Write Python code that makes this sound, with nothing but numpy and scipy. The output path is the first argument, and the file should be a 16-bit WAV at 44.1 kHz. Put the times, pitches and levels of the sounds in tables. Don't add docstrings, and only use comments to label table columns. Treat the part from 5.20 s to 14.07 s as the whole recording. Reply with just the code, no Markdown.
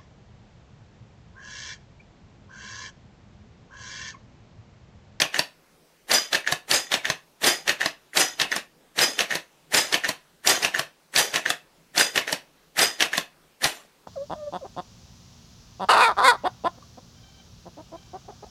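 import sys
import numpy as np
from scipy import signal
from scipy.fft import rfft, irfft, next_fast_len
from scipy.io import wavfile
from scipy.ndimage import uniform_filter1d, map_coordinates

SR = 44100
rng = np.random.default_rng(int(sys.argv[2]) if len(sys.argv) > 2 else 0)


def generate_wav(signal):
    frames = np.transpose(np.atleast_2d(signal))
    scaled = np.clip(frames, -1, 1) * 32767
    pcm = np.round(scaled).astype(np.int16)
    wavfile.write(sys.argv[1], SR, pcm)


def gain_from_db(level_db):
    decades = np.asarray(level_db, float) / 20
    return 10 ** decades


N = 391166

# t/s, crack level/dB, crack f/Hz, stroke scrape level/dB, stock level/dB
MEETS = [(.0007, -18, 4470, -24.5, -40), (1.1295, -19.5, 3990, -23.5, -50), (1.7176, -23.5, 3350, -24, -34),
         (2.4773, -19, 3160, -22.5, -33), (3.1985, -18.5, 3620, -25.5, -34), (3.99, -18, 2960, -22.5, -44),
         (4.7251, -22, 3600, -23, -45), (5.4268, -24, 4780, -22, -34), (6.1403, -23.5, 3000, -22, -29),
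         (6.958, -20, 3150, -22.5, -29), (7.8053, -17, 3240, -21.5, -45)]


def meets():
    return [(s, db - 1.5, db, hz, stock_db, db - 16) for s, db, hz, _, stock_db in MEETS]


# t/s, crack level/dB, crack f/Hz, pawl ring level/dB
KNOCKS = [(.0178, -12.5, 3300, -21), (1.1464, -19, 4250, -17), (1.7392, -15, 3780, -20.5),
          (2.4927, -16, 4030, -12.5), (3.215, -15, 3785, -15), (4.0062, -18, 3040, -23.5),
          (4.7419, -15, 3240, -15.5), (5.4471, -15, 2780, -22.5), (6.1584, -18, 2970, -18),
          (6.9758, -16.5, 2590, -15.5), (7.8233, -13.5, 3004, -18)]
# t/s, crack level/dB, crack f/Hz, pawl ring level/dB
STRAYS = [
    (1.1517, -21.5, 3300, -21.5),
    (1.7263, -24.5, 3814, -23),
    (4.5395, -26.5, 3800, -21),
    (5.9755, -16.5, 3770, -20),
    (6.8101, -20.5, 3970, -11.5),
]


def knocks():
    return [(s, ring_db, db, hz, db - 8.5, db - 16) for s, db, hz, ring_db in KNOCKS + STRAYS]


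def rebounds():
    return [(s + .034, db - 26, db - 22, 2700, db - 16, db - 34) for s, db, *_ in KNOCKS]


# t/s, crack level/dB, crack f/Hz, pawl ring level/dB
DROPS = [(.143, -29, 2680, -20.5), (1.2739, -26, 3190, -15.5), (1.853, -24.5, 3490, -15.5),
         (2.6076, -29, 3270, -24), (3.317, -27.5, 4720, -20), (4.1066, -31, 2530, -20.5),
         (4.8442, -28, 4200, -18), (5.5474, -39.5, 3670, -15.5), (6.26, -28, 2830, -16),
         (7.0772, -31.5, 2700, -23.5), (7.931, -32.5, 2700, -21)]


def drops():
    return [(s, ring_db, db, hz, db - 14, db - 18) for s, db, hz, ring_db in DROPS]


# t/s, pawl ring level/dB
TEETH = [(.159, -23), (.1638, -22), (1.288, -28), (1.3013, -37), (1.8668, -25), (2.614, -15), (2.629, -23),
         (3.3247, -16), (3.3396, -26), (4.1132, -21.5), (4.1233, -18), (4.137, -24.5), (4.8502, -19),
         (4.8565, -30), (5.5593, -20.5), (6.278, -26), (7.0872, -34), (7.094, -25), (7.9355, -18.5),
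         (7.9477, -31), (7.952, -25), (7.9559, -33)]


def teeth():
    return [(s, db, db - 18, 3300, db - 17.2, db - 24) for s, db in TEETH]


# t/s, crack level/dB, crack f/Hz, fizz level/dB
LOCKS = [(.1918, -16, 4020, -24.5), (1.323, -17.5, 4330, -25.5), (1.8999, -17.5, 3790, -32.5),
         (2.6591, -18, 4500, -32), (3.3623, -22, 5110, -30), (4.1532, -23.5, 4420, -29),
         (4.8898, -20.5, 4330, -25), (5.5926, -19.5, 3660, -27), (6.3024, -18.5, 3630, -23.5),
         (7.1268, -20, 4665, -24.5), (7.978, -18.5, 4280, -25)]


def locks():
    return [(s, db - 1.5, db, hz, db - .8, fizz_db) for s, db, hz, fizz_db in LOCKS]


# t/s, crack level/dB, crack f/Hz, stroke scrape level/dB, fizz level/dB
SLAMS = [(.9147, -14.5, 4380, -20.5, -34), (1.5124, -14, 4340, -21.5, -29),
         (2.242, -15.5, 4640, -20.5, -38), (2.9709, -14, 4500, -19, -27), (3.7893, -16.5, 4280, -20.5, -35),
         (4.5454, -13, 4810, -19, -25), (5.2729, -12.5, 5000, -20.5, -21), (5.9607, -14, 4750, -23, -33.5),
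         (6.7777, -12, 4980, -20, -28.5), (7.5911, -15.5, 4230, -18.5, -24),
         (8.4418, -14.5, 4830, -20.5, -30)]


def slams():
    return [(s, db - 15, db, hz, db - 14, fizz_db) for s, db, hz, _, fizz_db in SLAMS]


# t/s, blow level/dB, rattle level/dB, t60/s
RELEASES = [(.9369, -20, -22, .36), (1.5348, -25, -20.5, .3), (2.264, -23, -16, .3), (2.996, -23, -21, .34),
            (3.8132, -23, -21.5, .4), (4.5675, -31, -22, .44), (5.2942, -19, -19, .36),
            (5.9838, -19, -18.5, .34), (6.7958, -20, -21, .34), (7.6145, -25, -21, .35),
            (8.44, -60, -26, .42)]


def releases():
    return [(s, db - 7, db - 3, 4600, db - 6, db) for s, db, *_ in RELEASES]


def thud():
    pawl_db, crack_db, stock_db, fizz_db = -40, -40, -20, -50
    return [(8.454, pawl_db, crack_db, 2000, stock_db, fizz_db)]


# f/Hz, level/dB, t60/s
PAWL = [(1788, 5, 0.012), (1575, -5, 0.013), (2117, -5.5, 0.012), (2920, -9, 0.012), (6480, -23.5, 0.048)]


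def pawl(db, t):
    return gain_from_db(db + 10.5) * ring(PAWL, t, detune=0.029) * (1 - np.exp(-t / 0.0011)) ** 2


# t/s, level/dB
TICKS = [(.8975, -26), (1.244, -34.5), (1.264, -26), (1.846, -24), (2.2184, -40), (2.9327, -34.5),
         (4.523, -29), (4.837, -20.5), (5.2474, -26.5), (5.542, -23), (5.9395, -29.5), (6.2545, -24),
         (6.75, -32), (7.567, -26), (8.418, -30)]


def ticks():
    out, t = np.zeros(N + SR), np.arange(SR // 8) / SR
    for s, db in TICKS:
        out[round(s * SR):][:len(t)] += pawl(db, t)
    return out[:N]


# ratio of f, level/dB
CLANK = [(1, 0), (.9, -3), (1.12, -3), (.72, -6), (1.35, -7)]


def clank(db, crack_hz, t):
    modes = [(ratio * crack_hz, mode_db, .016) for ratio, mode_db in CLANK]
    return gain_from_db(db + 7) * ring(modes, t, detune=.04) * (1 - np.exp(-t / 0.001))


# f/Hz, level/dB, t60/s
STOCK = [(671, 3.5, 0.034), (305.6, -8, 0.057), (1050, 3.5, 0.031), (165.8, -7, 0.05)]


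def stock(db, t):
    return gain_from_db(db - 1) * ring(STOCK, t, detune=0.065) * (1 - np.exp(-t / 0.0014))


# f/Hz, width/Hz, level/dB
RECEIVER = [(2580, 90, 0), (2700, 150, 0.5), (2850, 200, -2), (3730, 130, -9.5), (1750, 150, -7),
            (650, 190, -5)]


def receiver(shaken):
    buzz = lines(RECEIVER, rng.standard_normal(N))
    return buzz * signal.fftconvolve(shaken, dying(0.2, rise=0.0017))[:N]


# f/Hz, level/dB
CRACK = [(1500, -36), (2400, 0.5), (4500, -2), (6500, -1.5), (8500, -28.5)]
# f/Hz, level/dB
FIZZ = [(5500, -29.5), (7200, 1), (11000, -2.5), (14000, -7.5), (15200, -17), (15800, -39.5)]


def contacts():
    out, shaken, t = np.zeros(N + SR), np.zeros(N + SR), np.arange(SR // 8) / SR
    crack, fizz = (np.pad(noise(colour), (0, SR)) for colour in (CRACK, FIZZ))
    snap = gain_from_db(-60 * t / 0.026) * (1 - np.exp(-t / .0009))
    lead = SR // 80
    since = t - lead / SR
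    puff = gain_from_db(np.minimum(-60 * since / 0.056, 2300 * since + 1.2))
    blows = (meets() + knocks() + rebounds() + drops() + teeth() + locks()
             + slams() + releases() + thud())
    for s, pawl_db, crack_db, crack_hz, stock_db, fizz_db in blows:
        start = round(s * SR)
        at = slice(start, start + len(t))
        out[at] += gain_from_db(crack_db + 2) * snap * crack[at]
        out[at] += clank(crack_db, crack_hz, t)
        out[at] += pawl(pawl_db, t)
        out[at] += stock(stock_db, t)
        early_start = max(start - lead, 0)
        early = slice(early_start, early_start + len(t))
        out[early] += gain_from_db(fizz_db - 2.5) * puff * fizz[early]
        shaken[start] = gain_from_db(0.37 * pawl_db + 0.74 * crack_db - 17.5)
    return out[:N] + receiver(shaken)


def slides():
    def span(first, last, db, delay, bright_db, run_up, stop):
        return first + delay, db, bright_db, run_up, last - first + stop - delay

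    back = [span(a[0], b[0], a[3], -.002, -6, .029, .02) for a, b in zip(SLAMS, RELEASES)]
    forward = [span(a[0], b[0], a[3], .004, -11, .025, .012) for a, b in zip(MEETS, KNOCKS)]
    creep = [span(a[0], b[0], -31, .001, -13, .026, .02) for a, b in zip(DROPS, LOCKS)]
    return back + forward + creep


# f/Hz, level/dB per Hz
SCRAPE = [(15, -59.5), (25, -31.5), (349, -2), (543, -0.5), (730, 0.5), (1030, -5), (1860, -1.5),
          (4410, -5.5), (4980, -10.5), (5500, -8), (5920, -6.5), (9000, -25), (11700, -47.5), (19800, -120)]


def strokes():
    dull, bright = np.zeros(N), np.zeros(N)
    for s, db, bright_db, run_up, hold in slides():
        near = slice(max(round(s * SR) - SR // 5, 0), min(round(s * SR) + SR // 3, N))
        t = np.arange(near.start, near.stop) / SR
        early = np.clip(s - t, 0, None) / run_up
        late = np.clip(t - s - hold, 0, None)
        shape_db = -24 * early - 20 * np.clip(early - 1, 0, None) - 60 * late / 0.13
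        dull[near] += gain_from_db(db - 2.5 + shape_db)
        bright[near] += gain_from_db(db + bright_db - 3.5 + 0.93 * shape_db)
    drag = gain_from_db(-7.5) * lines([(1780, 330, 0)], noise(SCRAPE, grit_db=5))
    fizz = patchy(noise(FIZZ, grit_db=2), depth_db=4.5, size=(2, 6))
    return dull * (noise(SCRAPE, grit_db=2) + drag) + bright * fizz


# main f/Hz, level/dB, second f/Hz, level/dB
JANGLES = [
    (4993, -16, 5930, -19.5),
    (5020, -19, 6500, -22.5),
    (5050, -19.5, 8930, -22),
    (5030, -19, 5890, -20),
    (5040, -14.5, 5900, -28),
    (5080, -16.5, 8600, -25),
    (5050, -19.5, 5800, -23.5),
    (4879, -22.5, 5874, -22),
    (4920, -17.5, 8570, -23),
    (5010, -15.5, 8420, -19.5),
]
# f/Hz, level/dB
COIL = [(3510, -35), (4890, -28), (5900, -30), (6450, -27), (7250, -28), (8420, -29), (9950, -35),
        (12100, -40)]
# f/Hz, width/Hz, level/dB
BARREL = [(1900, 82, 0), (3080, 17, -1), (3510, 26, 0.5), (6060, 40, -2), (6470, 73, -1), (7000, 45, -3.5)]


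def spring():
    barrel = lines(BARREL, noise([(100, 0), (15000, 0)], grit_db=5.5))
    rattle = patchy(noise(SCRAPE, grit_db=2.5), depth_db=3.5, size=(1, 6))
    rattle += gain_from_db(-8.5) * patchy(noise(FIZZ, grit_db=2.5), depth_db=4.5, size=(2, 8))
    out, hum, chatter = np.zeros((3, N + SR))
    t = np.arange(SR // 4) / SR
    for s, _, rattle_db, t60 in RELEASES:
        chatter[round(s * SR):][:SR // 2] += gain_from_db(rattle_db) * dying(0.86 * t60, rise=0.0043)
    for (s, *_), (main_hz, main_db, second_hz, second_db) in zip(RELEASES, JANGLES):
        start = round(s * SR)
        hum[start:][:SR // 2] += gain_from_db(-31) * dying(.35, rise=.004)
        seated = [(hz * (1 + .008 * rng.normal()), db + 3 * rng.normal()) for hz, db in COIL]
        for hz, db in [(main_hz, main_db), (second_hz, second_db)] + seated:
            t60 = 19 / np.sqrt(hz)
            split = [(hz, 0, t60), (hz + 60, -4, t60), (hz - 120, -5, t60)]
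            stutter = gain_from_db(3.5 * map_coordinates(rng.standard_normal(50), [t * 170]))
            tone = ring(split, t, detune=.002) * (1 - np.exp(-300 * t))
            out[start:][:len(t)] += gain_from_db(db - 4) * stutter * tone
    return out[:N] + hum[:N] * barrel + chatter[:N] * rattle


def squeal():
    out, t = np.zeros(N + SR), np.arange(SR // 2) / SR
    sag_per_s, wander_depth = 3.6, .07
    for s, db, *_ in KNOCKS:
        wander, rough = (map_coordinates(rng.standard_normal(300), [t * rate]) for rate in (45, 400))
        hz = 3000 * np.exp(-sag_per_s * t + wander_depth * wander)
        tone = gain_from_db(5.5 * rough) * np.sin(2 * np.pi * np.cumsum(hz) / SR)
        level_db = np.mean([db, -16]) - 14.5
        out[round(s * SR):][:len(t)] += gain_from_db(level_db) * dying(.22, rise=.012) * tone
    return out[:N]


# f/Hz, t60/s
WALLS = [(150, .22), (1000, 0.25), (3000, 0.23), (8000, 0.19), (15000, 0.22)]


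def room(x):
    out, size = np.zeros(N + SR), SR // 8
    for start in range(0, N, size):
        hz, t, z = signal.stft(rng.standard_normal(SR // 2), SR, nperseg=256)
        decay = gain_from_db(-60 * t / along(WALLS, hz)[:, None])
        tail = signal.istft(z * decay, SR, nperseg=256)[1]
        wet = signal.fftconvolve(x[start:start + size], tail / np.linalg.norm(tail))
        out[start + 200:][:len(wet)] += wet
    return out[:N]


# f/Hz, level/dB per Hz
HUSH = [(12, -46), (20, -4), (90, -14), (122, -13), (157, 1), (186, -7), (290, -7), (493, -7.5),
        (651, -10.5), (935, -12.5), (1980, -15.5), (2620, -16), (15600, -27.5)]


def hush():
    return gain_from_db(-60.4) * patchy(noise(HUSH), depth_db=1.6, size=(10, 20))


def unit(x):
    return x / np.sqrt(np.mean(x ** 2) + 1e-20)


def along(points, hz):
    f, v = np.transpose(points)
    return np.interp(np.log(hz + 1), np.log(f + 1), v)


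def filtered(x, response):
    m = next_fast_len(len(x) + SR // 4)
    return irfft(rfft(x, m) * response(np.fft.rfftfreq(m, 1 / SR)), m)[:len(x)]


def noise(spectrum, grit_db=0):
    lumps = np.repeat(rng.standard_normal(N // 90 + 1), 90)[:N]
    white = rng.standard_normal(N) * gain_from_db(grit_db * uniform_filter1d(lumps, 60))
    return unit(filtered(white, lambda hz: gain_from_db(along(spectrum, hz))))


def dying(t60, rise):
    t = np.arange(SR // 2) / SR
    return gain_from_db(-60 * t / t60) * (1 - np.exp(-t / rise))


def ring(modes, t, detune):
    out = np.zeros(len(t))
    for hz, db, t60 in modes:
        strength, shift, phase = rng.standard_normal(3)
        level_db = db + 2.5 * strength * (db < -2)
        out += gain_from_db(level_db - 60 * t / t60) * np.sin(2 * np.pi * hz * (1 + detune * shift) * t + phase)
    return out


def lines(modes, shake):
    def sway(f):
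        return sum((-1) ** k * gain_from_db(db) * 1j * f * np.sqrt(width) / (hz * hz - f * f + 1j * f * width)
                   for k, (hz, width, db) in enumerate(modes))

    return unit(filtered(shake, sway)) * np.linalg.norm([gain_from_db(db) for *_, db in modes])


def patchy(x, depth_db, size):
    z = signal.stft(x, nperseg=512)[2]
    field = uniform_filter1d(rng.standard_normal(z.shape), size[0], 0)
    field = uniform_filter1d(field, size[1], 1)
    return unit(signal.istft(z * gain_from_db(depth_db * unit(field)), nperseg=512)[1][:N])


def scene():
    rifle = contacts() + ticks() + strokes() + spring() + squeal()
    mono = rifle + gain_from_db(-12) * room(rifle) + hush()
    return np.array([mono, mono])


def low_pass(x):
    return signal.sosfilt(signal.butter(12, 15750, fs=SR, output="sos"), x)


def record(dry):
    top = .62
    squashed = dry[0] / (1 + (dry[0] / top) ** 4) ** (1 / 4)
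    mix = np.tile(filtered(squashed, lambda hz: hz < 15780), (2, 1))
    return low_pass(mix)


dry = scene()
out = record(dry)
generate_wav(out)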